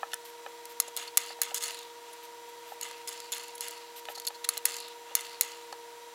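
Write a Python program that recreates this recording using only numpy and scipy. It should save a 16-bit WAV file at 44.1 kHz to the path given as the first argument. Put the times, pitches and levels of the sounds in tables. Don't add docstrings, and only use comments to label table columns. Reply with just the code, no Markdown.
import sys
import numpy as np
from scipy import signal
from scipy.fft import rfft, irfft
from scipy.io import wavfile
from scipy.ndimage import uniform_filter1d, map_coordinates

SR = 44100
rng = np.random.default_rng(int(sys.argv[2]) if len(sys.argv) > 2 else 0)


def persist_wave(psi):
    counts = np.round(np.clip(psi, -1, 1) * 32767).astype(np.int16)
    wavfile.write(sys.argv[1], SR, np.atleast_2d(counts).T)


N = 270774
HZ = np.fft.rfftfreq(4096, 1 / SR)


def amp(db):
    return 10 ** (np.asarray(db) / 20)


def read(points, hz):
    f, value = np.transpose(points)
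    return np.interp(np.log(hz + 1), np.log(f + 1), value)


def add(mix, start, sound):
    part = mix[max(round(start * SR), 0):][:len(sound)]
    part += sound[:len(part)]


def unit(x):
    return x / np.sqrt(np.mean(x ** 2) + 1e-20)


def unit_peak(x):
    return x / np.sqrt(uniform_filter1d(x ** 2, 88, mode="constant").max() + 1e-20)


def colour(x, gain_db):
    log_gain = np.log(amp(np.concatenate([gain_db, gain_db[-2:0:-1]])))
    taps = np.fft.ifft(np.exp(np.conj(signal.hilbert(log_gain)))).real
    return signal.fftconvolve(x, taps[:len(HZ)])[:len(x)]


def bell(hz, width_hz):
    return 0.5 ** ((2 * (HZ - hz) / width_hz) ** 2)


def tilt_db(db_per_octave):
    return db_per_octave * np.log2(np.maximum(HZ, 500) / 5000)


def resonate(x, hz, width_hz):
    turn = np.exp(2j * np.pi * np.cumsum(hz) / SR)
    pole = np.exp(-np.pi * width_hz / SR)
    return 2 * (turn * signal.lfilter([1 - pole], [1, -pole], x / turn)).real


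def drift(rate_hz):
    f = np.fft.rfftfreq(N, 1 / SR)
    return unit(irfft(rfft(rng.standard_normal(N)) * np.exp(-(f / rate_hz) ** 2), N))


def burst(t, rise_s, decay_s):
    t = np.maximum(t, 0)
    return (1 - np.exp(-t / rise_s)) * np.exp(-t / decay_s)


def chatter(size):
    return rng.choice([-1., 1.], size)


# frequency in Hz, relative level in dB.
AIR_TONE = [(15, -64), (25, -44), (49, -43.5), (236, -27.5), (335, -22), (384, -19.5), (476, -14),
            (560, -19.5), (641, -13), (863, -16), (936, -13), (1070, -16), (3920, -19), (14400, -29),
            (16000, -34)]

def air(level_db=-52.8):
    shape = amp(read(AIR_TONE, np.fft.rfftfreq(N, 1 / SR)))
    return amp(level_db) * unit(irfft(rfft(rng.standard_normal(N)) * shape, N))


# frequency in Hz, rms level in dB.
MOTOR_TONES = [(124, -86), (333.6, -68.5), (473.3, -52), (667.2, -78.5), (940.7, -54), (959.8, -56.5),
               (1421, -72.5), (1895, -70), (1997, -71), (3311, -70.5), (3784, -72.5), (4000, -71),
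               (5927, -70.5), (7332, -70)]

def motor_whine(waver=0.0012, waver_hz=3, swell_db=0.9, swell_hz=1.8):
    out = np.zeros(N)
    for hz, db in MOTOR_TONES:
        turns = np.cumsum(hz * (1 + waver * drift(waver_hz))) / SR + rng.random()
        out += amp(db + swell_db * drift(swell_hz)) * np.sqrt(2) * np.sin(2 * np.pi * turns)
    return out


# frequency in Hz, seconds to fall 60 dB.
ROOM_DECAY = [(300, 0.32), (2000, 0.17), (8000, 0.077), (16000, 0.013)]

def room_tail(x, wet_db=-21, build_s=0.0031):
    hz, t, bands = signal.stft(rng.standard_normal(SR // 2), SR, nperseg=256)
    decay = amp(-60 * t / read(ROOM_DECAY, hz)[:, None])
    tail = signal.istft(bands * decay, SR, nperseg=256)[1]
    tail *= 1 - np.exp(-np.arange(len(tail)) / SR / build_s)
    return amp(wet_db) * signal.fftconvolve(x, tail / np.linalg.norm(tail))[:N]


# start in seconds, length in seconds, level in dB.
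BRUSH_CUES = [(0.246, 0.024, -48.5), (0.261, 0.053, -54), (0.684, 0.054, -52.5), (2.225, 0.04, -52.5),
              (2.485, 0.019, -55), (2.657, 0.1, -54.5), (3.952, 0.056, -47), (4.084, 0.051, -48)]
# frequency in Hz, gain in dB.
BRUSH_TONE = [(1000, -12), (3000, 2.5), (5500, -3.5), (8000, -4), (10500, -5.5), (12000, 2.5), (14500, -1),
              (16000, -18)]

def brushes():
    out = np.zeros(N)
    for start, length, db in BRUSH_CUES:
        stroke = signal.windows.tukey(int(length * SR), .5)
        hiss = colour(rng.standard_normal(len(stroke)), read(BRUSH_TONE, HZ))
        add(out, start, amp(db) * stroke * unit(hiss))
    return out


# frequency in Hz, relative level in dB, seconds to fall 60 dB.
BENCH_MODES = [(495, -5.5, 0.014), (568, -4, 0.025), (770, -28, 0.013), (802, 0, 0.032), (934, -7.5, 0.02),
               (1070, -24, 0.014), (1303, -1, 0.045), (1530, -8.5, 0.032), (1758, 4, 0.024),
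               (2480, -0.5, 0.021), (3000, 2, 0.019), (3700, 3, 0.011)]
# start in seconds, level in dB, most excited frequency in Hz,
# roll-off either side of it in dB per octave.
KNOCK_CUES = [(0.0311, -24.5, 940, 13.5), (0.1345, -30, 1650, 15), (0.463, -33.5, 547, 5),
              (0.880, -44, 620, 16), (1.305, -41, 860, 10), (1.390, -41, 880, 17), (1.516, -36.5, 720, 13),
              (2.72, -36, 850, 18), (4.0864, -31.5, 600, 1), (4.099, -37, 636, 14), (4.176, -39.5, 880, 12),
              (4.305, -39, 616, 6), (4.444, -44, 1820, 14), (5.112, -42.5, 610, 22), (5.727, -33, 780, 7)]

def knocks(spot_spread_db=2.0):
    out, t = np.zeros(N), np.arange(4096) / SR
    for start, db, centre_hz, rolloff in KNOCK_CUES:
        spot = chatter(len(BENCH_MODES)) * amp(spot_spread_db * rng.standard_normal(len(BENCH_MODES)))
        wood = np.zeros(len(t))
        for share, (hz, mode_db, t60) in zip(spot, BENCH_MODES):
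            struck_db = mode_db - rolloff * abs(np.log2(hz / centre_hz))
            wood += share * amp(struck_db - 60 * t / t60) * np.sin(2 * np.pi * hz * t)
        add(out, start, amp(db) * unit_peak(wood))
    return out


# resonance in Hz, width in Hz, lift in dB.
BEARING_MODES = [(1249, 124, 4.5), (2072, 184, 6), (2780, 280, 4.5), (3520, 190, 5), (4123, 284, 8),
                 (4420, 103, 9.5), (5350, 540, 6), (6120, 205, 9.5), (6613, 230, 11), (7120, 710, 10),
                 (7930, 220, 7), (8600, 620, 6.5), (10090, 760, 11.5), (11110, 380, 15.5),
                 (11620, 400, 13.5), (13440, 780, 13.5), (15170, 910, 6.5)]

def bearing_db(force_tone):
    return read(force_tone, HZ) + sum(db * bell(hz, width) for hz, width, db in BEARING_MODES)


def steel_ring(t, tone_db):
    t = np.maximum(t, 0)
    out = np.zeros(len(t))
    for k, (hz, width, _) in enumerate(BEARING_MODES):
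        gain = (-1) ** k * amp(np.interp(hz, HZ, tone_db)) * width
        out += gain * np.exp(-np.pi * width * t) * np.sin(2 * np.pi * hz * t)
    return out


# frequency in Hz, gain in dB.
LIGHT_FORCE = [(200, -33), (600, -11), (2000, -1.5), (4000, 2.5), (6500, -1.5), (8500, -1), (10500, -4.5),
               (12500, -7), (14000, -9), (15500, -9), (16300, -29)]
# start in seconds, level in dB, pitch in Hz, length in seconds.
SLIP_CUES = [(0.114, -43, 2900, 0.012), (0.1324, -31, 3340, 0.0047), (0.14, -28, 9300, 0.0041),
             (0.877, -41.5, 7200, 0.011), (1.072, -38.5, 4440, 0.013), (2.125, -46.5, 9800, 0.018),
             (2.828, -30.5, 7000, 0.0068), (3.079, -34.5, 5200, 0.0098), (3.323, -28.5, 6940, 0.0067),
             (3.324, -33.5, 3420, 0.017), (3.549, -41, 10800, 0.012), (4.146, -38.5, 4730, 0.02),
             (4.173, -39.5, 4500, 0.016), (4.219, -44, 4400, 0.0034), (4.248, -38, 4670, 0.0083),
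             (4.271, -25, 4570, 0.0066), (4.279, -31.5, 10800, 0.0078), (4.339, -46, 4400, 0.028),
             (4.442, -31, 1860, 0.013), (4.442, -31.5, 3600, 0.008), (4.532, -41.5, 7100, 0.011),
             (5.724, -40, 4420, 0.0063)]

def slips(squeak_db=11, width_hz=900, rolloff_db_per_octave=3.5):
    out, t = np.zeros(N), np.arange(2048) / SR
    for start, db, hz, length in SLIP_CUES:
        force = np.sin(np.pi * np.minimum(t / length, 1)) * chatter(len(t))
        focus_db = squeak_db * bell(hz, width_hz) - rolloff_db_per_octave * abs(np.log2((HZ + 100) / hz))
        add(out, start, amp(db) * unit_peak(colour(force, bearing_db(LIGHT_FORCE) + focus_db)))
    return out


# start in seconds, relative level in dB, brightness in dB per octave.
CLICK_CUES = [(0.6544, -25, 2), (0.8204, -27, 0), (0.9653, -14, 4), (0.973, -14.5, 1.5), (1.433, -14, 6),
              (1.6372, -13.5, 3), (1.79, -25.5, -1), (2.812, -17, 0.5), (2.912, -25, -3), (3.0752, -20, 3),
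              (3.0898, -18, 3), (3.2021, -23, -2.5), (3.32, -17, 1), (3.3475, -24, 7), (3.3666, -23, -3),
              (3.3807, -22, 0), (3.4347, -31, 5), (3.482, -28.5, 2), (3.58, -26, -1), (3.608, -13.5, 2.5),
              (3.683, -19, 3), (3.709, -26, 4), (4.054, -24.5, -5), (4.1988, -20.5, 0), (4.2686, -14, 9),
              (4.572, -19, -3.5), (4.5766, -13, 6), (4.742, -20, -3), (4.7665, -20.5, 3), (4.8024, -23, 3),
              (4.8827, -29.5, 1), (5.2084, -22, 1), (5.4212, -20, -1), (5.448, -26, 0.1)]

def clicks(rise_s=0.000093, decay_s=0.0015, trim_db=-13.5):
    out, t = np.zeros(N), np.arange(2048) / SR
    for start, db, brightness in CLICK_CUES:
        force = burst(t, rise_s, decay_s) * chatter(len(t))
        click = colour(force, bearing_db(LIGHT_FORCE) + tilt_db(brightness))
        add(out, start, amp(db + trim_db) * unit_peak(click))
    return out


def board_echo(x, gain=0.25, delay_s=0.0006, growth=0.0006):
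    n = np.arange(len(x))
    return x + gain * map_coordinates(x, [n - delay_s * SR - growth * n], order=3)


def ball_rattle(lost_db, modes_db, ticks_per_s=1300, drops_per_s=36, tick_s=0.0009):
    n = len(lost_db)
    ticks = amp(2.8 * np.minimum(rng.exponential(1, SR), 3.5)) * (rng.random(SR) < ticks_per_s / SR)
    drops = amp(11 + 6 * rng.uniform(-0.88, 1, SR)) * (rng.random(SR) < drops_per_s / SR)
    hits = ticks[:n] * amp(-lost_db) + drops[:n] * amp(-0.76 * lost_db)
    power = signal.lfilter([1], [1, -np.exp(-2 / (tick_s * SR))], hits ** 2)
    tick_power = np.mean(ticks ** 2) * tick_s * SR / 2
    force = np.sqrt(power / tick_power) * chatter(SR)[:n]
    tone_db = read(LIGHT_FORCE, HZ) + modes_db
    mean_db = 10 * np.log10(np.mean(amp(tone_db) ** 2))
    return board_echo(colour(force, tone_db - mean_db))


# frequency in Hz, gain in dB.
ROLLING_FORCE = [(150, 5), (400, -29.5), (700, 3.5), (1500, -1), (2500, 5.5), (3800, 0.5), (4700, -13),
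                 (6000, -5.5), (9000, -54), (16000, -86)]

def wood_rumble(track, lost_db, modes_db, fade_share=0.52):
    rumble = board_echo(colour(track, read(ROLLING_FORCE, HZ) + modes_db))
    return amp(-fade_share * lost_db) * unit(rumble)


def ring_whir(track, lost_db, start_hz, sag_hz_per_s=4300, width_hz=1200, settle_s=0.11, fade_share=0.47):
    t = np.arange(len(track)) / SR
    settled = 1 - np.exp(-(t / settle_s) ** 2)
    hz = start_hz - sag_hz_per_s * t
    whir = resonate(resonate(track, hz, width_hz), hz, width_hz)
    return settled * amp(-fade_share * lost_db) * unit(whir)


# frequency in Hz, factor on their lift.
ROLL_EMPHASIS = [(1000, 1.3), (3500, 1.05), (6300, 0.75), (7200, 1.36), (10000, 0.88), (11500, 0.38),
                 (16000, 0.8)]
# start, length and rise in seconds, rattle fade in dB per second,
# relative levels of rattle, rumble and whir in dB, the whir's starting pitch in Hz.
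ROLL_CUES = [(0.814, 0.074, 0.0055, 40, -54, -52.5, -58, 4800),
             (0.967, 0.12, 0.0039, 147, -39.5, -42, -45, 4700),
             (1.18, 0.15, 0.0035, 86, -42, -44.5, -40, 4830),
             (1.42, 0.098, 0.004, 108, -43, -44, -42, 4650),
             (1.542, 0.04, 0.0026, 62, -33.5, -52, -55, 4800),
             (1.595, 0.32, 0.04, 137, -34.5, -42, -39, 4740), (2.037, 0.24, 0.033, 30, -61, -58, -70, 4400),
             (2.637, 0.056, 0.006, 40, -67, -58, -65, 4400),
             (2.818, 0.21, 0.0086, 124, -44, -45, -48, 4940),
             (3.071, 0.22, 0.005, 93, -44, -48, -46.5, 5330),
             (3.319, 0.22, 0.003, 115, -39.5, -45, -45, 5060),
             (3.612, 0.32, 0.004, 115, -40.5, -45, -45.5, 5070),
             (4.499, 0.087, 0.0033, 20, -51, -48, -50, 4600),
             (4.659, 0.272, 0.0033, 115, -36.5, -42.5, -37.5, 4880),
             (5.028, 0.097, 0.073, 40, -66, -52.5, -65, 4400),
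             (5.16, 0.23, 0.0025, 110, -41, -44, -42.5, 5060),
             (5.415, 0.3, 0.003, 112, -42, -46, -47.5, 4960)]

def rolls(rattle_trim_db=-0.84, rumble_trim_db=0.7, grain_db=3, detune=0.0087, stop_s=0.014):
    out = np.zeros(N)
    grain = rng.standard_normal(N) * amp(grain_db * drift(240))
    for start, length, rise_s, fade, rattle_db, rumble_db, whir_db, whir_hz in ROLL_CUES:
        t = np.arange(0, length + stop_s, 1 / SR)
        track = grain[round(start * SR):][:len(t)]
        contact = np.minimum(t / rise_s, 1) * np.clip((length + stop_s - t) / stop_s, 0, 1)
        lost_db = fade * np.maximum(t - rise_s, 0)
        detuned_db = sum(db * bell(hz * (1 + detune * rng.standard_normal()), width)
                         for hz, width, db in BEARING_MODES)
        modes_db = read(ROLL_EMPHASIS, HZ) * detuned_db
        rattle = amp(rattle_db + rattle_trim_db) * ball_rattle(lost_db, modes_db)
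        rumble = amp(rumble_db + rumble_trim_db) * wood_rumble(track, lost_db, modes_db)
        whir = amp(whir_db) * ring_whir(track, lost_db, whir_hz)
        add(out, start, contact * (rattle + rumble + whir))
    return out


# frequency in Hz, gain in dB.
LANDING_FORCE = [(100, -38), (300, -28), (500, -5.5), (1000, -3.5), (2000, 0.5), (3300, -5.5), (6000, 0),
                 (9000, -1), (11000, -2), (12500, -4), (15500, -4), (17000, -37)]
# frequency in Hz, width in Hz.
BENDING_MODES = [(4250, 1000), (10100, 170)]
# start in seconds, relative level in dB, brightness in dB per octave,
# lift of the bending modes in dB, rebound gain in dB, rebound delay in seconds.
CLACK_CUES = [(0.801, -12, 0.5, 2, -18, 0.0024), (1.173, -9.5, -0.5, 2, -3, 0.0042),
              (1.4166, -14.5, 0, 2.5, -14, 0.005), (1.5447, -21.5, 0, -1, -29, 0.0027),
              (4.4898, -13.5, -0.5, 9.5, -15, 0.0016), (4.6542, -11.5, 0.5, 4.5, 2, 0.00119),
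              (5.1522, -12, 1, 1.5, -7, 0.0017), (5.41, -11.5, 1, 0, -12, 0.0022)]

def clacks(rise_s=0.00074, crunch_s=0.0008, board_s=0.0042, crunch_db=-5, board_db=-10, trim_db=-2.5):
    out, t = np.zeros(N), np.arange(4096) / SR
    bending = sum(bell(hz, width) for hz, width in BENDING_MODES)
    for start, db, brightness, lift_db, rebound_db, delay in CLACK_CUES:
        tone_db = bearing_db(LANDING_FORCE) + tilt_db(brightness) + lift_db * bending
        ring = steel_ring(t, tone_db) + amp(rebound_db) * steel_ring(t - delay, tone_db)
        envelope = burst(t, rise_s, crunch_s) + amp(board_db) * burst(t, rise_s, board_s)
        crunch = colour(envelope * chatter(len(t)), tone_db)
        clack = unit_peak(ring) + amp(crunch_db) * unit_peak(crunch)
        add(out, start, amp(db + trim_db) * unit_peak(clack))
    return out


def scene(low_cut_hz=390):
    bench = clacks() + clicks() + slips() + knocks() + rolls() + brushes()
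    bench = signal.sosfilt(signal.butter(4, low_cut_hz, "high", fs=SR, output="sos"), bench)
    return (bench + room_tail(bench) + motor_whine() + air())[None]


def record(dry):
    high_cut = signal.firwin(255, 16300, window=("kaiser", 9), fs=SR)
    return signal.oaconvolve(dry, high_cut[None], "same")


dry = scene()
out = record(dry)
persist_wave(out)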